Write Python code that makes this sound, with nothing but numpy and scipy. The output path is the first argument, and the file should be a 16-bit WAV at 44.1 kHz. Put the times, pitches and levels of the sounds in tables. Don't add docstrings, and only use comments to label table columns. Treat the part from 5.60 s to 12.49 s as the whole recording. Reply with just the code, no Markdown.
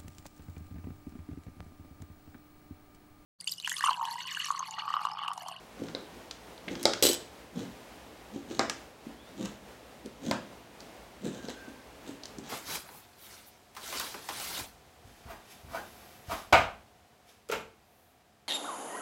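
import sys
import numpy as np
from scipy import signal
from scipy.fft import rfft, irfft, next_fast_len
from scipy.io import wavfile
from scipy.ndimage import map_coordinates

SR = 44100
rng = np.random.default_rng(int(sys.argv[2]) if len(sys.argv) > 2 else 0)


def file_out(sig):
    cols = np.atleast_2d(sig).T
    lim = np.clip(cols, -1, 1)
    pcm = np.round(lim * 32767).astype(np.int16)
    wavfile.write(sys.argv[1], SR, pcm)


N = 303849
T = np.arange(SR // 8) / SR

# bite time, push before it and slide after it in seconds, bump in dB, bump pitch
# in Hz, bump width in cycles, rumble and grating in relative dB, edge hiss pitch in Hz.
STROKES = [ (0.2213, 0.024, 0.088, -26, 265, 0.4, -46.5, -61.5, 5850),
           (1.116, 0.03, 0.21, -30.5, 260, 0.51, -41, -58.5, 6200),
           (1.975, 0.0033, 0.056, -27.5, 217, 1.17, -40.5, -58, 6050),
           (2.762, 0.012, 0.008, -31, 278, 1.0, -42, -60.5, 6500),
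           (2.9126, 0.0063, 0.11, -31.5, 360, 1, -44.5, -57, 6300),
           (3.470, 0.0039, .008, -35, 260, 0.84, -58, -71, 6500),
           (3.81, 0.0091, 0.042, -31.5, 282, 0.85, -38.5, -53.5, 6760),
           (4.4621, .001, 0.0034, -32.5, 290, 0.46, -46, -62, 6600),
           (4.653, 0.014, 0.011, -37, 258, 0.99, -43, -55.5, 6500),
           (4.688, 0.0069, 0.02, -28.5, 207, 1.3, -40.5, -56, 6500),
           (5.228, .003, .005, -50, 296, 1, -64, -66, 6500),
           (5.666, 0.014, 0.019, -30, 302, 1.4, -37.5, -54, 7600),
           (5.764, 0.026, 0.0054, -39.5, 322, 0.56, -47.5, -60, 6550),
           (5.846, 0.0067, 0.061, -36, 230, 0.82, -48.5, -52.5, 6300),
           (6.083, .003, 0.006, -39.5, 253, 0.8, -57, -66, 6500),
           (6.494, 0.014, 0.0047, -33.5, 280, 0.48, -48.5, -62, 7540),
           (6.787, 0.001, 0.0098, -35.5, 222, 0.7, -45.5, -62.5, 7900),
           (6.882, 0.0093, .01, -54, 260, 0.54, -51, -51.5, 6140), ]
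# time in seconds, crack, clack and knock in dB, knock pitch in Hz, then
# 1.5 kHz hollow, woody ring, 7 kHz sheen and 11 kHz sparkle in dB.
SNAPS = [ (0.3488, 3, -7.5, -27, 398, 0, -39, -10, -11), (1.254, 16, 12.5, -15.5, 365, -7.5, -26, 7.5, 6),
         (2.993, 5, 14.5, -15.5, 420, -6, -26, 14, 3.5), (4.7115, 1, 13, -16.5, 337, -10, -27.5, 13, 13),
         (5.8848, -7.5, -5.5, -32, 357, -10, -51, 0, 1), ]
# time in seconds, rasp in relative dB, knock in dB.
SLIPS = [(1.4254, 10, -16), (1.429, 2.5, -32), (1.4341, 6.5, -26), (1.438, 6.5, -19), (1.4417, -3, -23.5),
         (1.452, 7.5, -16.5), (1.4610, 6, -34), (1.4673, 8.5, -24.5), (1.476, -2, -28), (1.488, 1.5, -27),
         (1.4940, -18, -25), (1.499, -7, -22), (1.5110, -14, -28.5), (1.5308, -0.5, -31.5),
         (1.542, -5.5, -42), (1.5476, -9, -41)]
# frequency in Hz, width in Hz, relative level in dB.
BLADE_MODES = [(3080, 110, 0), (3420, 110, -5), (3960, 220, -2), (4410, 60, -5), (4915, 75, -2),
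               (5290, 50, -3), (5805, 50, 1), (6260, 45, -5), (6700, 160, -6), (7080, 40, -4),
               (7720, 24, -2), (7908, 32, 3), (8030, 38, 5), (8670, 60, -5), (9190, 30, -4),
               (10700, 60, -6), (12000, 100, -2), (13500, 130, -2)]


def cutting():
    # frequency in Hz, relative level in dB.
    grit_spectrum = [(600, 7), (1400, 7), (2200, 0.5), (3100, 7.5), (3900, 9.5), (5000, -4.5), (6400, -2),
                     (8000, -6), (10000, -11.5), (16000, -10)]
    rumble_spectrum = [(60, -28), (130, -11), (210, -2), (330, -10), (520, -12), (750, -27), (1500, -66),
                       (4000, -64)]
    grains_per_s, grain_spread_db = 520, 4
    build_db_per_s, settle_db_per_s = 15, 49.5
    hiss_width_hz, hiss_gain_db = 1950, 8.5
    t = np.arange(N) / SR
    shudder, grate, hiss = np.zeros((3, N))
    grains = (rng.random(N) < grains_per_s / SR) * rng.standard_normal(N)
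    grit = coloured(grains * amp(grain_spread_db * wobble(160)), grit_spectrum)
    for bite_s, push_s, slide_s, _, _, _, rumble_db, grate_db, edge_hz in STROKES:
        force = pressure(bite_s - push_s, bite_s + slide_s)
        shudder += amp(rumble_db - settle_db_per_s * np.maximum(t - bite_s, 0)) * force
        from_mid_slide_s = np.clip(t - bite_s - slide_s / 2, -slide_s, slide_s / 2)
        scrape = amp(grate_db + build_db_per_s * from_mid_slide_s) * force * grit
        grate += scrape
        hiss += signal.lfilter(*signal.iirpeak(edge_hz, edge_hz / hiss_width_hz, SR), scrape)
    rumble = shudder * amp(-1) * coloured(rng.standard_normal(N), rumble_spectrum)
    return rumble + grate + amp(hiss_gain_db) * hiss


def bumps():
    out = np.zeros(N)
    contact = amp(-8.5) * swing(hz=447, cycles=0.49)
    for bite_s, _, _, db, hz, cycles, *_ in STROKES:
        add(out, bite_s - T.mean(), amp(db) * (swing(hz, cycles) + contact))
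    return out


def snaps():
    # frequency in Hz, width in Hz, gain in dB.
    pressed_modes = [(3970, 350, 8), (5200, 730, 1), (7430, 1500, -13)]
    # frequency in Hz, relative level in dB.
    clack_spectrum = [(200, -15.5), (330, 3.5), (500, 9), (750, 4.5), (1100, -1.5), (1850, -10.5),
                      (2200, -6.5), (2550, -12), (2900, -13), (3500, -12.5), (6000, -50), (12000, -69)]
    cracks, blows = np.zeros((2, N))
    for s, crack_db, clack_db, knock_db, knock_hz, hollow_db, _, sheen_db, sparkle_db in SNAPS:
        crack_spectrum = [(4000, 0), (7200, sheen_db), (11000, sparkle_db), (16000, sparkle_db - 2)]
        add(cracks, s, amp(crack_db) * click(crack_spectrum, life_s=0.01))
        add(blows, s, amp(clack_db) * click(sorted(clack_spectrum + [(1500, hollow_db)]), life_s=0.012))
        add(blows, s + 0.00124 - T.mean(), amp(knock_db) * swing(knock_hz, cycles=0.34))

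    def pressed_blade(f):
        return sum((-1) ** k * amp(db) * resonance(f, hz, width_hz)
                   for k, (hz, width_hz, db) in enumerate(pressed_modes))
    return filtered(cracks, pressed_blade), blows


def woody_ring():
    hz, t60_s = 2110, 0.03
    out = np.zeros(N)
    for s, *_, ring_db, _, _ in SNAPS:
        add(out, s + 0.00099, amp(ring_db - 60 * T / t60_s) * np.sin(2 * np.pi * hz * T))
    return out


def crumb_ticks():
    # time in seconds, edge pitch in Hz, then edge, body and sparkle in dB.
    ticks = [ (0.285, 4300, -12.5, -6.5, -42), (0.7102, 4100, 1, -8, -22), (0.9773, 3580, -9.5, -27, -62),
             (1.0804, 2150, 5, -6, -43), (1.0851, 2820, -0.5, -7, -41), (1.153, 4200, -3, -6, -38),
             (1.229, 5800, -3, -9, -2.5), (1.236, 5800, -4, -11, -18), (1.3344, 4430, 8, 6, -14),
             (2.911, 3900, -12, -12, -33.5), (3.097, 5000, 7, 6, -9), (3.099, 3640, -8, 4, -26.5),
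             (3.8551, 6000, -6, -10, -19), (3.858, 3600, -8, -5, -28), (4.459, 3900, -11.5, -21, -21),
             (5.204, 4500, -7.5, -33, -32), (5.9007, 5500, -12, -6.5, -19.5), (6.49, 3900, -17, -34, -23),
             (6.6347, 4300, -2.5, -21, -36.5), (6.655, 4670, -2.5, -13.5, -23),
             (6.784, 5840, -9.5, -20, -28), ]
    out = np.zeros(N)
    for s, hz, edge_db, body_db, sparkle_db in ticks:
        body = [(200, body_db - 18), (hz / 3, body_db), (hz / 2, body_db - 3)]
        edge = [(hz, edge_db), (hz * 1.38, edge_db - 5)]
        sparkle = [(10000, sparkle_db), (16000, sparkle_db - 15)]
        add(out, s, click(body + edge + sparkle, life_s=0.013))
    return out


def chatter():
    # frequency in Hz, relative level in dB.
    rasp_spectrum = [(600, -3), (1400, -10.5), (2200, -6), (3000, -4.5), (4200, -1), (8000, -4),
                     (10000, -7), (13000, -6), (16000, -15)]
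    grains_per_s, crackle_t60_s = 4000, 0.055
    out = np.zeros(N)
    for s, rasp_db, knock_db in SLIPS + weak_slips():
        grains = (rng.random(len(T)) < grains_per_s / SR) * rng.standard_normal(len(T))
        crackle = coloured(grains * amp(-60 * T / crackle_t60_s), rasp_spectrum)
        rasp = amp(rasp_db) * (click(rasp_spectrum, life_s=0.0068) + amp(-47.5) * crackle)
        ring = signal.fftconvolve(rasp, blade_ring())[:len(T)]
        add(out, s, amp(-2.5) * rasp + amp(5.5) * ring)
        add(out, s + 0.0017 - T.mean(), amp(knock_db) * swing(hz=428, cycles=0.88))
    return out


def weak_slips():
    length_s, slips_per_s, jitter = 0.1, 260, 0.3
    rasp_db, knock_db, fade_db_per_s, spread_db = -1.5, -35, 91, 3.5
    timing, strength = rng.standard_normal((60, 2)).T
    delays_s = (np.arange(len(timing)) + 1 + jitter * timing) / slips_per_s
    changes_db = spread_db * strength - fade_db_per_s * delays_s
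    return [(SLIPS[0][0] + delay_s, rasp_db + db, knock_db + db)
            for delay_s, db in zip(delays_s, changes_db) if delay_s < length_s]


def blade_ring():
    detune, spread_db = 0.0015, 3
    hz, width_hz, db = np.transpose(BLADE_MODES)[:, :, None]
    bend, strike = rng.standard_normal((2, len(BLADE_MODES), 1))
    modes = np.exp(-np.pi * width_hz * T) * np.cos(2 * np.pi * hz * (1 + detune * bend) * T)
    return np.sum(amp(db + spread_db * strike) * 2 * np.pi * width_hz / SR * modes, axis=0)


def blade_screech():
    peak_s, sigma_s, peak_db, narrowing = 1.496, 0.013, -35.5, 0.65

    def free_blade(f):
        return sum(amp(db) * resonance(f, hz, narrowing * width_hz) for hz, width_hz, db in BLADE_MODES)
    swell = np.exp(-((np.arange(N) / SR - peak_s) / sigma_s) ** 2 / 2)
    return amp(peak_db) * swell * unit(filtered(rng.standard_normal(N), free_blade))


def desk(x):
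    # frequency in Hz, T60 in seconds, gain in dB.
    modes = [(114.8, 0.65, 4), (167, 0.95, -5), (229.5, 0.46, 6), (279.5, 0.44, 8), (343.64, 0.37, 5.5),
             (385, 0.18, -0.5), (428, 0.58, -2), (445, 0.97, -4.5), (510.5, 0.39, 2), (546, 0.49, 2.5),
             (589, 0.75, 1), (670, 0.61, 0), (782, 0.24, 10.5), (870, 0.27, 6.5)]
    return filtered(x, lambda f: sum(amp(db) * resonance(f, hz, np.log(1000) / np.pi / t60_s)
                                     for hz, t60_s, db in modes))


def room(x):
    # frequency in Hz, T60 in seconds.
    decay = [(150, 0.58), (600, 0.28), (2000, 0.39), (4000, 0.41), (7000, 0.36), (9000, 0.3), (15000, 0.33)]
    # frequency in Hz, relative level in dB.
    wall_spectrum = [(60, -3), (200, -4), (700, -1.5), (1600, 6.5), (2200, 0.5), (3100, 0.5), (4200, -4),
                     (8000, 2), (11000, -6), (15000, -9.5)]
    block, onset_s = SR // 2, 0.00085
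    out = np.zeros(N)
    for start in range(0, N, block):
        hz, t, noise = signal.stft(rng.standard_normal(block), SR, nperseg=256)
        tail_db = along(wall_spectrum, hz)[:, None] - 60 * t / along(decay, hz)[:, None]
        _, tail = signal.istft(noise * amp(tail_db), SR, nperseg=256)
        tail *= 1 - np.exp(-np.arange(len(tail)) / SR / onset_s)
        add(out, start / SR, signal.fftconvolve(x[start:start + block], tail / np.linalg.norm(tail)))
    return out


def squeaks():
    # time in seconds, pitch in Hz, level in dB.
    glides = [
        [(3.55, 3040, -80), (3.572, 3100, -69), (3.6, 3300, -63), (3.632, 3510, -64), (3.66, 3400, -66),
         (3.69, 3750, -67), (3.74, 3930, -69)],
        [(5.15, 643, -72), (5.29, 698, -58), (5.45, 800, -67)],
        [(5.76, 1564, -64), (5.83, 1592, -57), (5.93, 1508, -65), (6.01, 1570, -53), (6.08, 1550, -55.5),
         (6.11, 1580, -62), (6.22, 1564, -67)],
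    ]
    roughness, wander, flutter_db = 0.024, 0.006, 2.2
    out = np.zeros(N)
    for rows in glides:
        waver = 1 + roughness * wobble(350) + wander * wobble(25)
        level = amp(curve(rows, column=2) + flutter_db * wobble(110)) * pressure(rows[0][0], rows[-1][0])
        out += level * tone(curve(rows, column=1) * waver)
    return out


def room_noise():
    # frequency in Hz, relative level in dB.
    spectrum = [(15, -40), (25, -56), (49, 0.5), (70, -0.5), (87, -7.5), (123, -15), (149, -6), (285, -1.5),
                (394, -4), (427, -2), (775, -4.5), (1260, -11), (2480, -14), (14800, -30), (16000, -28)]
    # time in seconds, level in dB.
    levels = [(0.0, -52), (0.5, -51.5), (2.0, -50), (3.3, -52.5), (5.3, -52), (6.89, -51.5)]
    return amp(curve(levels, column=1) + 1.3 * wobble(10)) * coloured(rng.standard_normal(N), spectrum)


def hum():
    # frequency in Hz, level in dB.
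    partials = [(58, -73.5), (114, -69.5)]
    return sum(amp(db + 1.7 * wobble(2.8)) * tone(hz + 2.67 * wobble(30.07)) for hz, db in partials)


def pressure(start_s, end_s):
    attack_db_per_s, release_db_per_s = 439, 560
    t = np.arange(N) / SR
    return amp(-attack_db_per_s * np.maximum(start_s - t, 0) - release_db_per_s * np.maximum(t - end_s, 0))


def click(spectrum, life_s):
    burst = rfft(rng.standard_normal(len(T)) * T * amp(-90 * T / life_s))
    burst /= np.sqrt(np.mean(abs(burst) ** 2))
    gain = amp(along(spectrum, np.fft.rfftfreq(len(T), 1 / SR))) / (abs(burst) + 0.5)
    cepstrum = irfft(np.log(gain))
    cepstrum[1:] *= 2 * (np.arange(1, len(cepstrum)) < len(cepstrum) // 2)
    return irfft(burst * np.exp(rfft(cepstrum)))


def swing(hz, cycles):
    turns = (T - T.mean()) * hz
    return np.exp(-(turns / cycles) ** 2) * np.sin(2 * np.pi * turns)


def resonance(f, centre_hz, width_hz):
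    return 1j * f * width_hz / (centre_hz ** 2 - f ** 2 + 1j * f * width_hz)


def tone(hz):
    return np.sqrt(2) * np.sin(2 * np.pi * np.cumsum(hz) / SR)


def amp(db):
    return 10 ** (np.asarray(db) / 20)


def unit(x):
    return x / np.sqrt(np.mean(x ** 2) + 1e-20)


def along(points, hz):
    f, values = np.transpose(points)
    return np.interp(np.log(hz + 1), np.log(f), values)


def curve(rows, column):
    rows = np.asarray(rows)
    return np.interp(np.arange(N) / SR, rows[:, 0], rows[:, column])


def wobble(knots_per_s):
    knots = rng.standard_normal(int(N * knots_per_s / SR) + 4)
    return map_coordinates(knots, [np.arange(N) * knots_per_s / SR])


def filtered(x, response):
    size = next_fast_len(len(x) + SR // 2)
    return irfft(rfft(x, size) * response(np.fft.rfftfreq(size, 1 / SR)), size)[:len(x)]


def coloured(x, spectrum):
    return unit(filtered(x, lambda hz: amp(along(spectrum, hz))))


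def add(track, start_s, sound):
    part = track[round(start_s * SR):][:len(sound)]
    part += sound[:len(part)]


def scene():
    strokes = bumps() + cutting()
    cracks, blows = snaps()
    crumbs = crumb_ticks()
    blade = chatter() + blade_screech()
    direct = strokes + cracks + blows + woody_ring() + crumbs + blade
    echo = room(amp(-2) * strokes + amp(-7) * cracks + blows + amp(-8) * crumbs + amp(-11.5) * blade)
    desk_ring = desk(amp(-0.5) * strokes + amp(1.5) * blows + amp(-4) * blade)
    low_cut = signal.butter(2, 80, "high", fs=SR, output="sos")
    work = signal.sosfilt(low_cut, direct + desk_ring + echo)
    return (work + room_noise() + hum() + squeaks())[None]


def record(dry):
    return np.array([filtered(x, lambda hz: hz < 16000) for x in dry])


dry = scene()
out = record(dry)
file_out(out)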